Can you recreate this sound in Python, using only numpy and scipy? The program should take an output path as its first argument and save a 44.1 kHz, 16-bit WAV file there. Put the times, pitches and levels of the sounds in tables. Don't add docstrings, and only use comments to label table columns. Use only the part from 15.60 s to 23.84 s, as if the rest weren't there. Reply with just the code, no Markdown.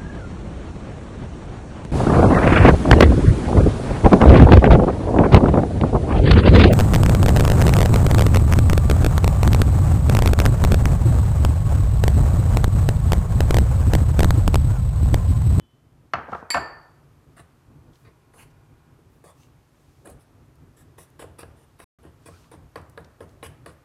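import sys
import numpy as np
from scipy import signal
from scipy.fft import rfft, irfft, next_fast_len
from scipy.io import wavfile
from scipy.ndimage import uniform_filter1d

SR = 44100
rng = np.random.default_rng(int(sys.argv[2]) if len(sys.argv) > 2 else 0)


def dump_mix(stems):
    frames = np.atleast_2d(stems).T
    limited = np.clip(frames, -1, 1)
    pcm = np.round(limited * 32767).astype(np.int16)
    wavfile.write(sys.argv[1], SR, pcm)


def voltage_ratio(decibels):
    exponent = np.asarray(decibels, float) / 20
    return 10 ** exponent


N = 363384

# [t/s, peak level/dB]
KNOCK_EVENTS = [(0.537, -13.5), (0.555, -22.5), (0.571, -33), (0.585, -28), (0.684, -32.5), (0.695, -35),
                (0.721, -31), (0.728, -27.5), (0.732, -22), (0.749, -25), (0.828, -32.5), (0.905, -34),
                (0.945, -14), (0.955, -17.5), (0.949, -20), (0.968, -17.5), (0.972, -18), (0.979, -18.5)]
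# [f/Hz, relative level/dB, t60/s]
COUNTER_MODES = [(242.4, -10.5, 0.024), (452, -10.5, 0.047), (691, -1.5, 0.076), (932, 0, 0.044),
                 (1167, -2.5, 0.074), (1328, 3.5, 0.0434), (1540, -2.5, 0.048), (1837, -3, 0.028),
                 (2203, -5.5, 0.022), (2636, -13, 0.054), (3190, -19.5, 0.032), (4300, -21, 0.021),
                 (5960, -32.5, 0.036), (9000, -42.5, 0.019), (13700, -45, .012)]
# [f/Hz, relative level/dB, t60/s]
SLAB_MODES = [(74, -10.5, 0.35), (90.4, -2.5, 0.22), (135, -4.5, 0.12), (169.3, -3.5, 0.161),
              (312, -8.5, 0.079)]
# [t/s, peak level/dB, brightness/(dB/octave)]
CLINK_EVENTS = [(0.904, -18, -4.5), (0.909, -32, 10.5), (0.944, -42.5, 5.5)]
# [f/Hz, relative level/dB, t60/s]
GLASS_MODES = [(1780, -12, .08), (4574, -5, .13), (4633, -4, .13), (4579, -21, .7), (4642, -21, .55),
               (7442, -1, .13), (950, -14, .04), (1200, -22, .04), (1925, -9, .04), (2195, -9, .05),
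               (2400, -12, .045), (2570, -11, .04), (3050, -13, .04), (4436, -8, .08), (4720, -10, .06),
               (5000, -16, .1), (5610, -21, .06), (6260, -19, .05), (8690, -21, .15), (8830, -21, .15),
               (9520, -18, .08), (10340, -13, .12), (10690, -9, .07), (12380, -21, .07), (12680, -20, .16),
               (14450, -30, .15), (15530, -34, .08)]
# [f/Hz, level/dB, t60/s]
FADING_MODES = [(3032, -73, 0.99), (3040, -76, 0.8), (3400, -76, 0.5)]
# [t/s, f/Hz, level/dB, t60/s]
TINKLE_EVENTS = [(0.806, 9100, -72, 0.117), (0.834, 6000, -63.5, 0.072), (0.843, 2440, -54.5, .12)]
# [f/Hz, initial rms level/dB, t60/s]
RIM_MODES = [(1775.5, -33, .58), (1784.6, -33.5, .58)]
# [f/Hz, relative level/dB, t60/s]
BOWL_BODY_MODES = [(316.2, -1, 0.049), (462.4, 5, 0.065), (570, -4, 0.065), (674, -6, 0.087),
                   (1070, -4.5, 0.097), (1442, -5.5, 0.026), (1660, -5.5, 0.05), (1863, -7, 0.043),
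                   (2030, -14, 0.056), (2540, -12, 0.036), (2920, -8, 0.019), (3460, -11, 0.017),
                   (3840, -11, .015), (4530, -13, 0.014), (5020, -20.5, 0.024), (6604, -25, 0.018)]
# [f/Hz, relative level/dB, t60/s]
BOWL_WALL_MODES = [(7170, -4.5, 0.014), (8400, -9.5, 0.11), (9070, 11, 0.0078), (10220, 7, 0.019),
                   (10960, -5, 0.048), (10860, 2.5, 0.024), (10300, -5, 0.0093), (12500, -8, 0.02),
                   (13250, 1, 0.018), (13400, -9, 0.0114), (15500, -0.5, 0.0066)]
# [t/s, body level/dB, wall level re body/dB, body brightness/(dB/octave)]
TAP_EVENTS = [(1.795, -41.5, -23, 2.5), (2.739, -49, -18, 1), (3.39, -48.5, -25, -9.5),
              (3.641, -43.5, -14, -.9), (4.458, -41.5, -7, -1), (4.474, -37.5, -11.5, -1.5),
              (5.384, -41.5, -26, -3.2), (5.595, -38, -24, -1), (5.624, -35.5, -34, -1.7),
              (5.642, -34, -33.5, -8), (5.792, -38.5, -4.5, -3), (5.832, -35.5, -30.5, 0.2),
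              (6.202, -39.5, -12, 1.5), (6.432, -51, -10, -3), (6.452, -41, -22, -3.8),
              (6.662, -40.5, -16, -7), (6.686, -39, -34.5, -3.3), (6.916, -44.5, -10, 1.5),
              (6.939, -38.5, -27, -5), (7.159, -28.5, -22.5, 2.5), (7.377, -32.5, -23, 1),
              (7.607, -34, -22, -0.6), (7.829, -32, -18, 3.5), (7.835, -39.5, -5, -0.5),
              (8.062, -35.5, -11, 4)]
# [t/s, length/s, body level/dB, wall level re body/dB, body brightness/(dB/octave)]
SCRAPE_EVENTS = [(1.762, 0.043, -53, -9, 3.5), (2.445, 0.0374, -57, -22, 2.5),
                 (2.731, 0.044, -57.5, -6, 1.5), (2.774, 0.055, -53.5, -4.5, 5.5),
                 (3.637, 0.068, -54, -8, 2.5), (4.444, 0.069, -47, -12, -1.5),
                 (4.592, 0.034, -71.5, 3.5, 12), (5.163, 0.055, -60.5, -3, 3), (5.376, 0.054, -56, 0.8, 4),
                 (5.589, 0.038, -49, -3.5, 6.5), (5.782, 0.033, -49.5, -3, 5.5),
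                 (5.959, 0.081, -61.5, -9, 2), (6.186, 0.052, -55, -5, 5.5), (6.428, 0.048, -53, -20, -1.5),
                 (6.655, 0.02, -52, -1, 6), (6.913, 0.031, -49, -13.5, 1.6), (7.16, 0.021, -43.5, -23, 0),
                 (7.369, 0.038, -52, -18, -1), (7.606, 0.029, -43, -21.5, -1.8),
                 (7.834, 0.028, -45.5, -5, 5), (8.059, 0.037, -48, -13.5, 2)]
# [t/s, length/s, peak rms level/dB, start f/Hz, end f/Hz]
SQUEAK_EVENTS = [(2.456, 0.059, -69, 1980, 2180), (2.784, 0.072, -70, 4320, 4530),
                 (3.67, 0.064, -70, 3400, 3450), (3.765, 0.11, -71, 2620, 2800),
                 (3.78, 0.086, -72, 5900, 6440), (4.452, .06, -65, 2400, 2560),
                 (6.685, .105, -59, 1000, 1580), (6.719, .05, -71, 2190, 2500),
                 (6.838, 0.045, -66, 1000, 1300), (7.829, 0.058, -54, 1710, 1750)]
# [middle t/s, length/s, peak rms level/dB, centre f/Hz]
SWISH_EVENTS = [(0.751, 0.23, -63.5, 2860), (2.352, 0.091, -70.5, 3800), (2.41, 0.23, -73, 7900),
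                (2.91, 0.035, -71, 4010), (3.55, .2, -75.5, 9980), (3.815, 0.21, -68, 5470),
                (4.306, 0.71, -74, 4890), (6.045, 0.36, -84, 2490), (6.759, 0.42, -64, 3920),
                (7.711, 0.12, -73, 5000), (7.917, 0.099, -81, 9000), (8.124, 0.058, -69.5, 6970)]
# [t/s, peak level/dB, centre f/Hz]
SMACK_EVENTS = [(2.334, -60.5, 3230), (2.356, -58, 3190), (3.833, -58, 3200), (4.5, -48, 9990),
                (4.9556, -64, 8700), (5.5022, -60, 9300), (0.719, -51, 3150), (6.8421, -55, 2000),
                (7.215, -59.5, 9000), (7.297, -54, 8260), (7.446, -52, 3300), (7.6929, -58.5, 4990)]
# [f/Hz, t60/s]
KITCHEN_DECAY = [(80, 0.3), (250, 0.29), (600, 0.715), (1500, 0.7), (3000, 0.462), (4600, 0.33),
                 (10000, 0.279)]
# [f/Hz, relative density level/dB]
ROOM_SPECTRUM = [(12, -38.5), (22, -13), (45, -9.5), (107, -6.5), (146, -4), (168, -10.5), (187, -27.5),
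                 (228, -13), (328, -15), (558, -22), (949, -23), (1260, -23), (1440, -26.5), (3840, -36),
                 (14300, -41.5), (16000, -66.5)]
# [t/s, hum level/dB]
HUM_LEVEL = [(0, -60.5), (0.451, -58.5), (1.4, -56), (2.5, -56.5), (5.2, -56), (7., -55), (8.24, -55.5)]
# [f/Hz, rms level/dB]
WHINE_TONES = [(807.5, -76.5), (963.6, -75.5), (1071, -77), (1443, -77.5), (1626, -81), (1755, -88),
               (2218, -93), (2422, -82.5)]
# [t/s, gain/dB]
WHINE_GAIN = [(1.7, -31), (2., -5), (2.7, -2), (3.3, 0), (3.7, -30)]
# (start t/s, end t/s)
SILENCE_S = (6.2435, 6.3865)

GRIP_WAVER_DB = 2.6


def evened(x):
    return x / np.sqrt(np.mean(x ** 2) + 1e-20)


def peaked(x):
    return x / np.sqrt(2 * uniform_filter1d(x ** 2, size=200).max())


def read(points, hz):
    f, value = np.transpose(points)
    return np.interp(np.log(hz + 1), np.log(f + 1), value)


def add(mix, s, sound):
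    part = mix[round(s * SR):][:len(sound)]
    part += sound[:len(part)]


def broad(length, hz, octaves):
    f = np.fft.rfftfreq(length, 1 / SR) + 1
    bell = np.exp(-.5 * (np.log2(f / hz) / octaves) ** 2)
    return evened(irfft(rfft(rng.standard_normal(length)) * bell, length))


def ring(modes, tilt_db=0., rise_s=0.0003, seconds=0.27, spot_db=2, waver_db=0., loose=1):
    hz, db, t60 = np.transpose(modes)[:, :, None]
    t = np.arange(round(seconds * SR)) / SR
    chance = rng.standard_normal(hz.shape)
    phase = loose * 2 * np.pi * rng.random(hz.shape)
    db = db + tilt_db * np.log2(hz / 1000) + spot_db * chance
    if waver_db:
        grip = rng.standard_normal((len(hz), len(t) // 512 + 2))
        db = db + waver_db * np.array([np.interp(t * SR / 512, np.arange(len(row)), row) for row in grip])
    sound = (voltage_ratio(db - 60 * t / t60) * np.sin(2 * np.pi * hz * t + phase)).sum(0)
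    return sound * (1 - np.exp(-t / (rise_s + 1e-5))) ** 2


def crowded(modes, crowd_db, shorter=0.57, count=110):
    hz, db, t60 = np.transpose(sorted(modes))
    between = np.linspace(np.sqrt(hz[0]), np.sqrt(hz[-1]), count) ** 2
    between = between * rng.uniform(.98, 1.02, count)
    level_db = np.interp(between, hz, db) + crowd_db
    decay_s = shorter * np.interp(between, hz, t60)
    return np.concatenate([modes, np.transpose([between, level_db, decay_s])])


def chatter(sound, decay_s, first=5.4):
    t = np.arange(round(8 * decay_s * SR)) / SR
    bounces = rng.standard_normal(len(t)) * np.exp(-t / decay_s)
    bounces[0] = first * np.linalg.norm(bounces) / 2
    return peaked(signal.fftconvolve(sound, bounces))


def knocks():
    full_knock_db, tilt_per_db = -15, 0.5
    crack_db, crack_per_db, crack_s = -21.5, 2.1, 0.0053
    out = np.zeros(N)
    for s, db in KNOCK_EVENTS:
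        force_db = db - full_knock_db
        modes = crowded(COUNTER_MODES, -1.1, 0.47, count=160)
        knock = ring(modes, tilt_per_db * force_db, 0.0011, seconds=.08, spot_db=1.36)
        add(out, s - .002, voltage_ratio(db) * chatter(knock, 0.0029, first=2.3))
        t = np.arange(round(8 * crack_s * SR)) / SR
        crack = broad(len(t), 2800, 0.64) * np.exp(-t / crack_s)
        add(out, s - .002, voltage_ratio(db + crack_db + crack_per_db * force_db) * crack)
        add(out, s, voltage_ratio(db - 18) * peaked(ring(SLAB_MODES, rise_s=0.0036)))
    return out


def glass():
    out = np.zeros(N)
    for s, db, tilt_db in CLINK_EVENTS:
        clink = ring(GLASS_MODES, tilt_db, 0.0011, seconds=0.52, spot_db=0.8,
                     waver_db=GRIP_WAVER_DB, loose=.1)
        splash_modes = crowded(GLASS_MODES, -8, 0.17, count=200)[len(GLASS_MODES):]
        add(clink, 0, ring(splash_modes, tilt_db, 0.00073, seconds=.1))
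        add(out, s - .001, voltage_ratio(db) * peaked(clink))
    add(out, 0, ring(FADING_MODES, seconds=0.89, spot_db=7.5, waver_db=GRIP_WAVER_DB))
    for s, *mode in TINKLE_EVENTS:
        add(out, s, ring([mode], rise_s=.003, seconds=.1, spot_db=5.5))
    return out


def rim():
    landing_s = 0.94
    t = np.arange(SR // 2) / SR
    out = np.zeros(N)
    for hz, db, t60 in RIM_MODES:
        add(out, landing_s, voltage_ratio(db - 60 * t / t60) * np.sqrt(2) * np.sin(2 * np.pi * hz * t))
    return out


def taps():
    usual_tap_db, thud_db, thud_per_db = -33, -43.5, 0.55
    out = np.zeros(N)
    for s, db, wall_db, tilt_db in TAP_EVENTS:
        body = ring(crowded(BOWL_BODY_MODES, -3.5), tilt_db, 0.00099, seconds=.14, spot_db=4.0)
        add(out, s - .002, voltage_ratio(db) * chatter(body, 0.00077))
        wall = ring(crowded(BOWL_WALL_MODES, -19.0, count=40), rise_s=0.00083, seconds=0.054)
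        add(out, s - .002, voltage_ratio(db + wall_db) * peaked(wall))
        thud = peaked(ring(SLAB_MODES, rise_s=0.032))
        add(out, s, voltage_ratio(thud_db + thud_per_db * (db - usual_tap_db)) * thud)
    return out


def scrapes():
    grit_db, waver_db, rise_share, release_s = 2.0, 0.9, 0.14, 0.013
    rasp_db, slab_db, contact_s = -8, -6.5, .045
    out = np.zeros(N)
    t = np.arange(round(.25 * SR)) / SR
    for s, length, db, wall_db, tilt_db in SCRAPE_EVENTS:
        pressure = voltage_ratio(waver_db * evened(uniform_filter1d(rng.standard_normal(len(t)), size=500)))
        rise = np.minimum(t / (rise_share * length), 1)
        stroke = pressure * rise * np.exp(-np.maximum(t - length, 0) / release_s)
        grit = voltage_ratio(grit_db * rng.exponential(1, len(t)))
        slips = evened(rng.standard_normal(len(t)) * grit) * stroke

        body_modes = crowded(BOWL_BODY_MODES, 3.8, 0.26, count=160)
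        body = ring(body_modes, tilt_db, seconds=contact_s, spot_db=0.7)
        shift = 1 + .025 * rng.uniform(-1.0, 1)
        wall_modes = crowded(BOWL_WALL_MODES, 1.8, 0.47, count=40) * [shift, 1, 1]
        wall = ring(wall_modes, seconds=contact_s, spot_db=3.0)
        rasp = broad(len(wall), 6150, 0.44) * np.exp(-np.arange(len(wall)) / 40)
        slab = ring(SLAB_MODES, seconds=contact_s)
        parts = [(0, body), (wall_db, wall), (wall_db + rasp_db, rasp), (slab_db, slab)]
        answer = sum(voltage_ratio(part_db) * part / np.linalg.norm(part) for part_db, part in parts)
        add(out, s, voltage_ratio(db) * signal.fftconvolve(slips, answer))
    return out


def squeaks():
    pole_width_hz = 220
    r = np.exp(-np.pi * pole_width_hz / SR)
    out = np.zeros(N)
    for s, length, db, start_hz, end_hz in SQUEAK_EVENTS:
        size = round(length * SR)
        turn = np.exp(2j * np.pi * np.cumsum(np.linspace(start_hz, end_hz, size)) / SR)
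        slips = rng.standard_normal(size)
        sung = (turn * signal.lfilter([1], np.convolve([1, -r], [1, -r]), slips / turn)).real
        add(out, s, voltage_ratio(db) * np.sqrt(np.hanning(size)) * evened(sung))
    return out


def batter():
    out = np.zeros(N)
    for s, length, db, hz in SWISH_EVENTS:
        swell = np.hanning(round(length * SR))
        add(out, s - length / 2, voltage_ratio(db) * swell * broad(len(swell), hz, octaves=1))
    t = np.arange(400) / SR
    for s, db, hz in SMACK_EVENTS:
        smack = broad(len(t), hz, octaves=0.73) * t * np.exp(-t / 0.0015)
        add(out, s - .001, voltage_ratio(db) * peaked(smack))
    return out


def kitchen(x):
    reflections = np.zeros(SR)
    at = np.arange(150, SR - 20, 20)
    reflections[at + rng.integers(0, 20, len(at))] = rng.choice([-1., 1.], len(at))
    hz, t, z = signal.stft(reflections, SR, nperseg=256)
    decay = voltage_ratio(-60 * t / read(KITCHEN_DECAY, hz)[:, None])
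    tail = signal.istft(z * decay, SR, nperseg=256)[1]
    return signal.oaconvolve(x, tail / np.linalg.norm(tail))[:N]


def scattered(x, size):
    tilt_db, knee_hz = -1.5, 1460
    hz, _, z = signal.stft(x, SR, nperseg=512, noverlap=384)
    power = uniform_filter1d(abs(z) ** 2, size=size, axis=0)
    power *= voltage_ratio(2 * tilt_db * np.log2(np.maximum(hz / knee_hz, 1)))[:, None]
    keep = voltage_ratio(-2 * 60 * 128 / SR / read(KITCHEN_DECAY, hz))
    power = np.array([signal.lfilter([0, 0, 0, 1 - k], [1, -k], row) for k, row in zip(keep, power)])
    a, b = rng.standard_normal(power.shape[::-1] + (2,)).T
    noise = np.sqrt(abs(power)) * (a + 1j * b)
    return signal.istft(noise, SR, nperseg=512, noverlap=384)[1][:N]


def room_tone():
    hiss_re_hum_db, lump_db = -21, 3.2
    size = next_fast_len(N)
    shape = voltage_ratio(read(ROOM_SPECTRUM, np.fft.rfftfreq(size, 1 / SR)))
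    tone = evened(irfft(rfft(rng.standard_normal(size)) * shape, size)[:N])
    hum = signal.sosfiltfilt(signal.butter(1, 400, fs=SR, output="sos"), tone)
    band = signal.sosfilt(signal.butter(4, [3000, 6000], "band", fs=SR, output="sos"), tone)
    hiss = tone - hum
    lumps = evened(uniform_filter1d(uniform_filter1d(rng.standard_normal(N), 2500), 2500))
    level_db = np.interp(np.arange(N) / SR, *np.transpose(HUM_LEVEL))
    lumpy_hum = hum / hum.std() * voltage_ratio(level_db + lump_db * lumps)
    return lumpy_hum + hiss / band.std() * voltage_ratio(level_db + hiss_re_hum_db)


def whine():
    t = np.arange(N) / SR
    drift = evened(uniform_filter1d(rng.standard_normal(N), 6000))
    turns = np.cumsum(1 + 0.0017 * drift) / SR
    tones = np.zeros(N)
    for hz, db in WHINE_TONES:
        tones += np.sqrt(2) * voltage_ratio(db) * np.sin(2 * np.pi * (hz * turns + rng.random()))
    return tones * voltage_ratio(np.interp(t, *np.transpose(WHINE_GAIN)))


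def scene():
    setting_down, ringing = knocks(), glass()
    stirring = taps() + scrapes() + squeaks() + batter()
    wet = kitchen(voltage_ratio(-8.0) * ringing)
    wet = wet + scattered(voltage_ratio(-9.0) * ringing + voltage_ratio(-6.0) * setting_down, size=9)
    wet = wet + scattered(voltage_ratio(-5.5) * stirring, size=5)
    return (setting_down + ringing + rim() + stirring + wet + room_tone() + whine())[None]


def band_limit(x):
    return signal.sosfilt(signal.butter(12, 16470, fs=SR, output="sos"), x)


def record(dry):
    t = np.arange(N) / SR
    start_s, end_s = SILENCE_S
    on = np.clip(np.maximum(start_s - t, t - end_s) / .001, 0, 1)
    bass_cut = signal.butter(4, 38., "high", fs=SR, output="sos")
    treble_cut = signal.butter(12, 15700, fs=SR, output="sos")
    mix = signal.sosfilt(np.vstack([bass_cut, treble_cut]), dry) * on
    return band_limit(mix)


dry = scene()
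out = record(dry)
dump_mix(out)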